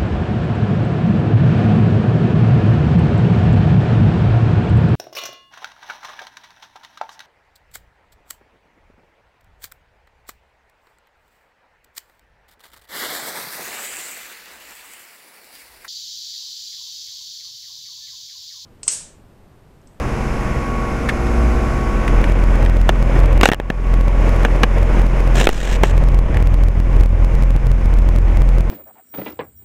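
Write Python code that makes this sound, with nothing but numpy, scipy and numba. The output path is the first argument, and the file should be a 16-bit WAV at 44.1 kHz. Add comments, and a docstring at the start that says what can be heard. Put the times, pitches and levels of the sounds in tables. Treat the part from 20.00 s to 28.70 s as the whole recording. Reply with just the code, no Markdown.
"""An outdoor heat pump runs: a three-bladed fan throbs and drives air through coil and top grille; the compressor
hums and whines. Pulses and air are blade harmonics and coloured noise; hum and whine are shaft harmonics.
A hand-held camera creaks as enveloped noise, passes the cabinet's side and is rested on the lid,
where it knocks as struck ringing modes, scrapes as swelling noise, and catches the draught.
Its stepped gain control ducks just after loud crests, then climbs back in small steps."""
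import sys
import numpy as np
from scipy import signal
from scipy.fft import rfft, irfft, next_fast_len
from scipy.io import wavfile
from numba import njit

SR = 44100
rng = np.random.default_rng(int(sys.argv[2]) if len(sys.argv) > 2 else 0)


def file_out(sig):
    """Save sig as 16-bit WAV at sys.argv[1]."""
    # one column per channel
    cols = np.atleast_2d(sig).T
    # limit, then scale
    lim = np.clip(cols, -1, 1)
    pcm = np.round(lim * 32767).astype(np.int16)
    wavfile.write(sys.argv[1], SR, pcm)


N = 383669
TIME = np.arange(N) / SR  # s


def undb(db):
    """Decibels to gain."""
    return 10 ** (np.asarray(db) / 20)


def unit(x):
    """Scale to rms 1."""
    return x / np.sqrt(np.mean(x ** 2))


def curves(table):
    """Each column of a timed table, joined by straight lines."""
    s, *columns = np.transpose(table)
    return [np.interp(TIME, s, column) for column in columns]


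def walk(rate_hz):
    """Smooth random wander of rms 1: noise with a Gaussian low-pass, empty above 200 Hz."""
    f = np.fft.rfftfreq(2 ** 19, 1 / SR)
    bins = np.count_nonzero(f < 200)
    spectrum = rng.standard_normal(bins) + 1j * rng.standard_normal(bins)
    wander = irfft(spectrum * np.exp(-(f[:bins] / rate_hz) ** 2))
    wander_time = np.arange(len(wander)) / len(wander) / f[1]
    return unit(np.interp(TIME, wander_time, wander))


def noise(spectrum, rings=()):
    """Noise of rms 1, coloured by an f/Hz, level/dB curve and optional narrow resonances."""
    hz, db = np.transpose(spectrum)
    size = next_fast_len(N)
    f = np.maximum(np.fft.rfftfreq(size, 1 / SR), 1)
    colour_db = np.interp(np.log(f), np.log(hz), db)
    for centre, width, lift in rings:
        colour_db = colour_db + lift / (1 + (2 * (f - centre) / width) ** 2)
    white = rng.standard_normal(size)
    return unit(irfft(rfft(white) * undb(colour_db), size)[:N])


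def add(out, s, sound):
    """Mix a sound in at time s."""
    i = int(s * SR)
    out[i:i + len(sound)] += sound[:N - i]


BLADE_HZ, BLADE_COUNT = 42.63, 3
# Blade pulse: multiple of the blade rate, level/dB against the throb; the first row is the throb itself
BLADE_HARMONICS = [(1, 0), (2, -16), (3, -20), (4, -28), (5, -32), (6, -39), (7, -32.5), (8, -32.5)]


def fan(angle, throb_db, unbalance_db=-18, flutter_db=2.0, overtone_flutter_db=3, far_db=-34, skew=0.99):
    """Each blade sweeps a lopsided pressure pulse past the microphone; one blade pushes a little harder."""
    pulse = np.cos(angle) + undb(unbalance_db) * np.cos(angle / BLADE_COUNT)
    for order, db in BLADE_HARMONICS[1:]:
        level = undb(db + overtone_flutter_db * walk(4.7))
        pulse = pulse + level * np.cos(order * angle + skew)  # skew in radians
    near = undb(throb_db + flutter_db * walk(9)) * pulse
    # the third and fifth harmonics also carry all round the cabinet
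    carried = np.cos(3 * angle + skew) + np.cos(5 * angle + skew)
    return np.sqrt(2) * (near + undb(far_db) * carried)


# Buffeting outgrows the throb: level at the louvres, dB per dB of nearness, level in the open air
BUFFET_DB, BUFFET_SLOPE, BREEZE_DB = -9, 2.0, -28.5
# The rush levels off inside the fan's jet: level there, nearness at the jet's edge
RUSH_DB, JET_EDGE_DB = -21.5, -14
# The draught hits the microphone squarely: t/s, half length/s, lift/dB
SQUARE_GUSTS = [(3.35, 0.1373, 6), (6.267, 0.27, 3.5)]


def draught(near_db, rush_share=0.71):
    """Levels in dB of buffeting and rush, from the nearness to the fan and the gusts."""
    gust_db = sum(db * np.exp(-((TIME - s) / half_s) ** 2) for s, half_s, db in SQUARE_GUSTS)
    buffet = np.hypot(undb(BUFFET_DB + BUFFET_SLOPE * near_db), undb(BREEZE_DB))
    rush = undb(RUSH_DB) / np.hypot(1, undb(JET_EDGE_DB - near_db))
    buffet_db = 20 * np.log10(buffet) + gust_db
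    rush_db = 20 * np.log10(rush) + rush_share * gust_db
    return buffet_db, rush_db


# Colour of air through the coil: f/Hz, relative level/dB per Hz
COIL_COLOUR = [(25, 3.5), (100, -4), (200, -0.5), (380, -8.5), (560, -11), (950, -11.5), (1700, -17),
               (2450, -19), (3300, -31.5), (4200, -34.5), (5400, -32), (7000, -33), (8300, -40.5),
               (11400, -40.5), (13500, -54.5)]
# Narrow resonances in the coil's hiss: f/Hz, width/Hz, lift/dB
COIL_RESONANCES = [(1490, 74, -0.5), (2300, 360, 1), (5190, 100, 5.5), (6300, 120, 3), (7220, 92, -6),
                   (7900, 150, 2.5), (9570, 220, 3.5)]
# Colour of air past the louvres: f/Hz, relative level/dB per Hz
LOUVRE_COLOUR = [(60, -2), (150, -2), (280, -2), (420, -2.5), (560, -0.5), (720, -8), (1050, -10),
                 (1400, -17.5), (2200, -15), (3400, -28.5), (7000, -73), (11500, -76), (15000, -64)]
# Colour of eddies on the microphone: f/Hz, relative level/dB per Hz
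EDDY_COLOUR = [(8, -11), (18, 0.5), (35, -0.5), (80, 0.5), (115, -8.5), (170, -11), (300, -28), (700, -36),
               (2000, -99)]


def air(angle, buffet_db, rush_db, coil_db=-24.5, chop_db=1.5, gust_db=1.6, swirl_db=1.1):
    """Steady air hisses through the coil; above the grille, gusty air rushes in wakes, once a blade."""
    wake, gust = np.cos(angle), walk(29)
    coil = noise(COIL_COLOUR, COIL_RESONANCES) * undb(coil_db + .5 * walk(2.2))
    rush = noise(LOUVRE_COLOUR) * undb(rush_db + chop_db * wake + swirl_db * gust)
    buffet = noise(EDDY_COLOUR) * undb(buffet_db + gust_db * gust)
    return coil + rush + buffet


PASS_S = 1.455  # when the microphone is closest to the compressor's side panel


def pass_by(close_db, half_s, far_db):
    """Gain of a part the microphone passes: it falls as 1 / distance down to what is heard all round."""
    distance = np.hypot(1, (TIME - PASS_S) / half_s)
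    return np.hypot(undb(close_db) / distance, undb(far_db))


def tones(angle, table, fade_db):
    """Shaft harmonics in random phase; each level wanders slowly, as if crossing standing waves."""
    out = np.zeros(N)
    for order, db in table:
        phase = 2 * np.pi * rng.random()
        out += undb(db + fade_db * walk(0.56)) * np.sin(order * angle + phase)
    return out


COMPRESSOR_HZ, MAINS_HZ, WHINE_ORDER = 58.63, 60, 19
# Tones heard all round the cabinet: multiple of the shaft rate, level/dB
HUM_TONES = [(8, -40), (9, -39), (10, -44), (14, -42.5), (16, -47.5), (18, -43), (21, -50), (24, -49.5),
             (25, -46.5), (26, -48), (32, -51), (37, -53)]
# Tones of the side panel, heard close to it: multiple of the shaft rate, level/dB before the pass-by gain
PANEL_TONES = [(4, -31), (5, -36), (6, -32.5), (7, -42), (11, -41), (12, -46.5), (13, -38), (20, -47),
               (23, -44.5)]
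# The whine along the microphone's path: t/s, level/dB against whine_db
WHINE_PATH = [(0, -8.5), (.8, 8.5), (1.0, -2), (1.48, -1), (1.72, 3.5), (2.08, 4.5), (2.55, -6.5), (4.0, 5),
              (4.7, -8), (6, 0), (8.7, -13)]


def compressor(whine_db=-37, mains_db=-41, waver_hz=0.0275):
    """Shaft drone, ringing side panel, hum, one strong whine and the motor's tone at twice the mains rate."""
    path_db, = curves(WHINE_PATH)
    angle = 2 * np.pi * np.cumsum(COMPRESSOR_HZ + waver_hz * walk(2.8)) / SR
    drone = pass_by(close_db=-12.0, half_s=0.088, far_db=-32) * np.sin(angle)
    panel = pass_by(close_db=3.0, half_s=0.36, far_db=-10.5) * tones(angle, PANEL_TONES, fade_db=1.0)
    hum = tones(angle, HUM_TONES, fade_db=3)
    whine = undb(whine_db + path_db) * np.sin(WHINE_ORDER * angle)
    mains = undb(mains_db) * np.sin(2 * np.pi * 2 * MAINS_HZ * TIME)
    return np.sqrt(2) * (drone + panel + hum + whine + mains)


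# Colour of the casing's thin creak: f/Hz, relative level/dB per Hz
CREAK_COLOUR = [(300, -16), (1400, -4.5), (1650, 7.5), (2400, -1), (3500, -9.5), (4200, -16.5), (7000, -22),
                (10500, -25.5), (15000, -40)]
# The casing creaks in the hand: t/s, rms level at the crest/dB, rise time/s
CREAK_TIMES = [(1.0875, -15, .0045), (1.267, -26, .002), (2.077, -16, .0018), (2.24, -16, .0018),
               (2.66, -18, .0015), (6.343, -17, .0015), (6.369, -18, .002)]


def creaks():
    """Short dry slips of the casing's seams under the fingers; each swells fast and dies away."""
    slip, t = np.zeros(N), TIME[:SR // 10]
    for s, db, rise_s in CREAK_TIMES:
        add(slip, s, undb(db) * t / rise_s * np.exp(1 - t / rise_s))
    return slip * noise(CREAK_COLOUR)


# Ringing of lid and camera casing: f/Hz, relative level/dB, t60/s
LID_MODES = [(247, -12, 0.018), (414, -3.5, 0.016), (586, -7, 0.019), (800, 2, 0.012), (1200, -2.5, 0.0079),
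             (1710, -1.5, 0.013), (2760, -10.5, 0.02), (3600, -16, 0.0089), (6010, -19, 0.0041)]
# Colour of a blow's dull crack: f/Hz, relative level/dB per Hz
CRACK_COLOUR = [(100, 2.5), (500, 4), (1300, -5.5), (1900, -5.5), (3200, -10), (4500, -31.5), (8000, -52),
                (15000, -51)]
# The casing knocks on the lid: t/s, peak level/dB, brightness/dB per octave, chatter time/s
KNOCK_TIMES = [(2.892, 11, 1.5, 0.0041), (3.412, 6.5, 1, .002), (3.4323, 20, 4, .003),
               (3.4561, 21.5, 5, 0.0025), (3.488, 26, 2, 0.0026), (3.517, 19, 0, .0022),
               (3.534, 16.5, 3, .001), (3.6001, 13, -3, 0.0022), (3.7018, 11, -4.5, 0.002),
               (4.4497, 5, 0, 0.0046), (4.6338, 6, -0.5, 0.0043), (5.4124, 2, 4, .0015),
               (5.4709, 22.5, 4.5, 0.0023), (5.4912, 14, -2, .0006), (5.835, 10.5, -1, 0.0048)]


def knocks(chatter=0.245, scatter_db=1, crack_db=-2):
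    """A blow and a brief chatter of the contact ring the lid and the casing, under a broad crack."""
    out, t = np.zeros(N), TIME[:SR // 10]
    hz, db, t60 = np.transpose(LID_MODES)[:, :, None]
    crack = noise(CRACK_COLOUR)
    for s, peak_db, bright, chatter_s in KNOCK_TIMES + rattle():
        size, detune = rng.standard_normal((2, len(LID_MODES), 1))
        gain = undb(db + bright * np.log2(hz / 1500) + scatter_db * size)
        decay = np.exp(-np.log(1000) * t / t60)
        tone = np.sin(2 * np.pi * hz * (1 + 0.046 * detune) * t)
        ring = np.sum(gain * decay * tone, axis=0)
        contact = np.exp(-t / chatter_s)
        force = chatter * rng.standard_normal(len(t)) * contact
        force[0] += 1  # the blow itself
        rung = signal.fftconvolve(force, ring)[:len(t)]
        snap = undb(crack_db + bright) * contact * crack[int(s * SR):][:len(t)]
        blow = rung / np.abs(rung).max() + snap
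        add(out, s, undb(peak_db) * blow / np.abs(blow).max())
    return out


# Colour of the casing sliding on paint: f/Hz, relative level/dB per Hz
SCRAPE_COLOUR = [(150, 14.5), (280, 12.5), (550, 11.5), (1200, 1), (2500, 5.5), (3800, -0.5), (4900, -5),
                 (7500, -4), (10000, -18.5), (13000, -20), (15500, -27)]
# Hollows of the camera casing that colour a scrape: f/Hz, width/Hz, lift/dB
CASING_HOLLOWS = [(1700, 440, 6), (2100, 200, -5.5), (4550, 460, -7)]
# The casing slides on the lid: start t/s, end t/s, final level/dB, swell on the way/dB (negative fades)
SLIDE_TIMES = [(3.425, 3.485, -4.5, 10), (5.347, 5.462, -8.5, 9), (5.473, 5.775, -17, -3.5),
               (5.832, 5.918, -20, -3)]
# The casing settles with a push of air: t/s, f/Hz, decay/s, level/dB
AIR_PUSH = (5.471, 9.6, .09, 6.8)


def slides(grit_db=3.5):
    """Plastic scrapes gritty over painted metal as pressure changes; one jolt is a slow, decaying swing."""
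    pressure = np.zeros(N)
    for start, end, db, swell_db in SLIDE_TIMES:
        size = max(int((end - start) * SR), 2)
        swell = undb(db + np.linspace(-swell_db, 0, size))
        add(pressure, start, swell * signal.windows.tukey(size, .15))
    grit = undb(grit_db * walk(250))
    out = pressure * unit(noise(SCRAPE_COLOUR, CASING_HOLLOWS) * grit)
    s, hz, decay_s, db = AIR_PUSH
    t = TIME[:SR // 2]
    onset = 1 - np.exp(-t / 0.0026)
    add(out, s, undb(db) * np.exp(-t / decay_s) * np.cos(2 * np.pi * hz * t) * onset)
    return out


# The casing comes to rest: start t/s, end t/s, peak level/dB, brightness/dB per octave, chatter time/s
RATTLE_SPAN = (3.497, 3.552, 10.6, 5.5, 0.0013)


def rattle(count=4):
    """Light, bright taps at uneven intervals, rung by knocks() as further blows."""
    start, end, db, bright, chatter_s = RATTLE_SPAN
    step = (end - start) / count
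    return [(start + step * (k + rng.random()), db, bright, chatter_s) for k in range(count)]


# The microphone comes from beside the cabinet onto the lid, then up to the louvres:
# t/s, nearness to the fan as throb level/dB
NEARNESS = [(0, -25), (1.6, -26), (2.0, -17.5), (2.35, -7.5), (3.3, -6), (3.7, -7.5), (4.8, -9), (5.6, -7),
            (6.05, -1.5), (8.7, -1)]


def scene():
    """Machine, draught and handling at the microphone."""
    near_db, = curves(NEARNESS)
    buffet_db, rush_db = draught(near_db)
    angle = 2 * np.pi * np.cumsum(BLADE_HZ + .05 * walk(1.0)) / SR
    machine = fan(angle, near_db) + air(angle, buffet_db, rush_db) + compressor()
    handling = creaks() + knocks() + slides()
    return (machine + handling)[None]


@njit
def stepped_gain(x, limit, down, up, lag, rest, wait):
    """Gain drops a step just after a crest passes the limit, and climbs back a step after each quiet wait."""
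    y, gain, due, since = np.empty(len(x)), 1., -1, 0
    for i in range(len(x)):
        y[i] = gain * x[i]
        since += 1  # samples since the last step
        if abs(y[i]) > limit and due < i and since > rest * SR:
            due = i + int(lag * SR)
        if i == due:
            gain, since = gain * down, 0
        elif since > wait * SR:
            gain, since = min(gain * up, 1.), 0
    return y


TOP_HZ = 15800


def record(dry):
    """Stepped gain control, hard clipping of what still overloads, and a steep cut of the top."""
    # lag, rest and wait in seconds
    held = stepped_gain(dry[0], limit=.73, down=undb(-2.5), up=undb(1.25), lag=.0006, rest=.005, wait=.032)
    top_cut = signal.ellip(8, .2, 70, TOP_HZ, fs=SR, output="sos")
    return signal.sosfilt(top_cut, np.clip(held, -1, 1))[None]


dry = scene()
out = record(dry)
file_out(out)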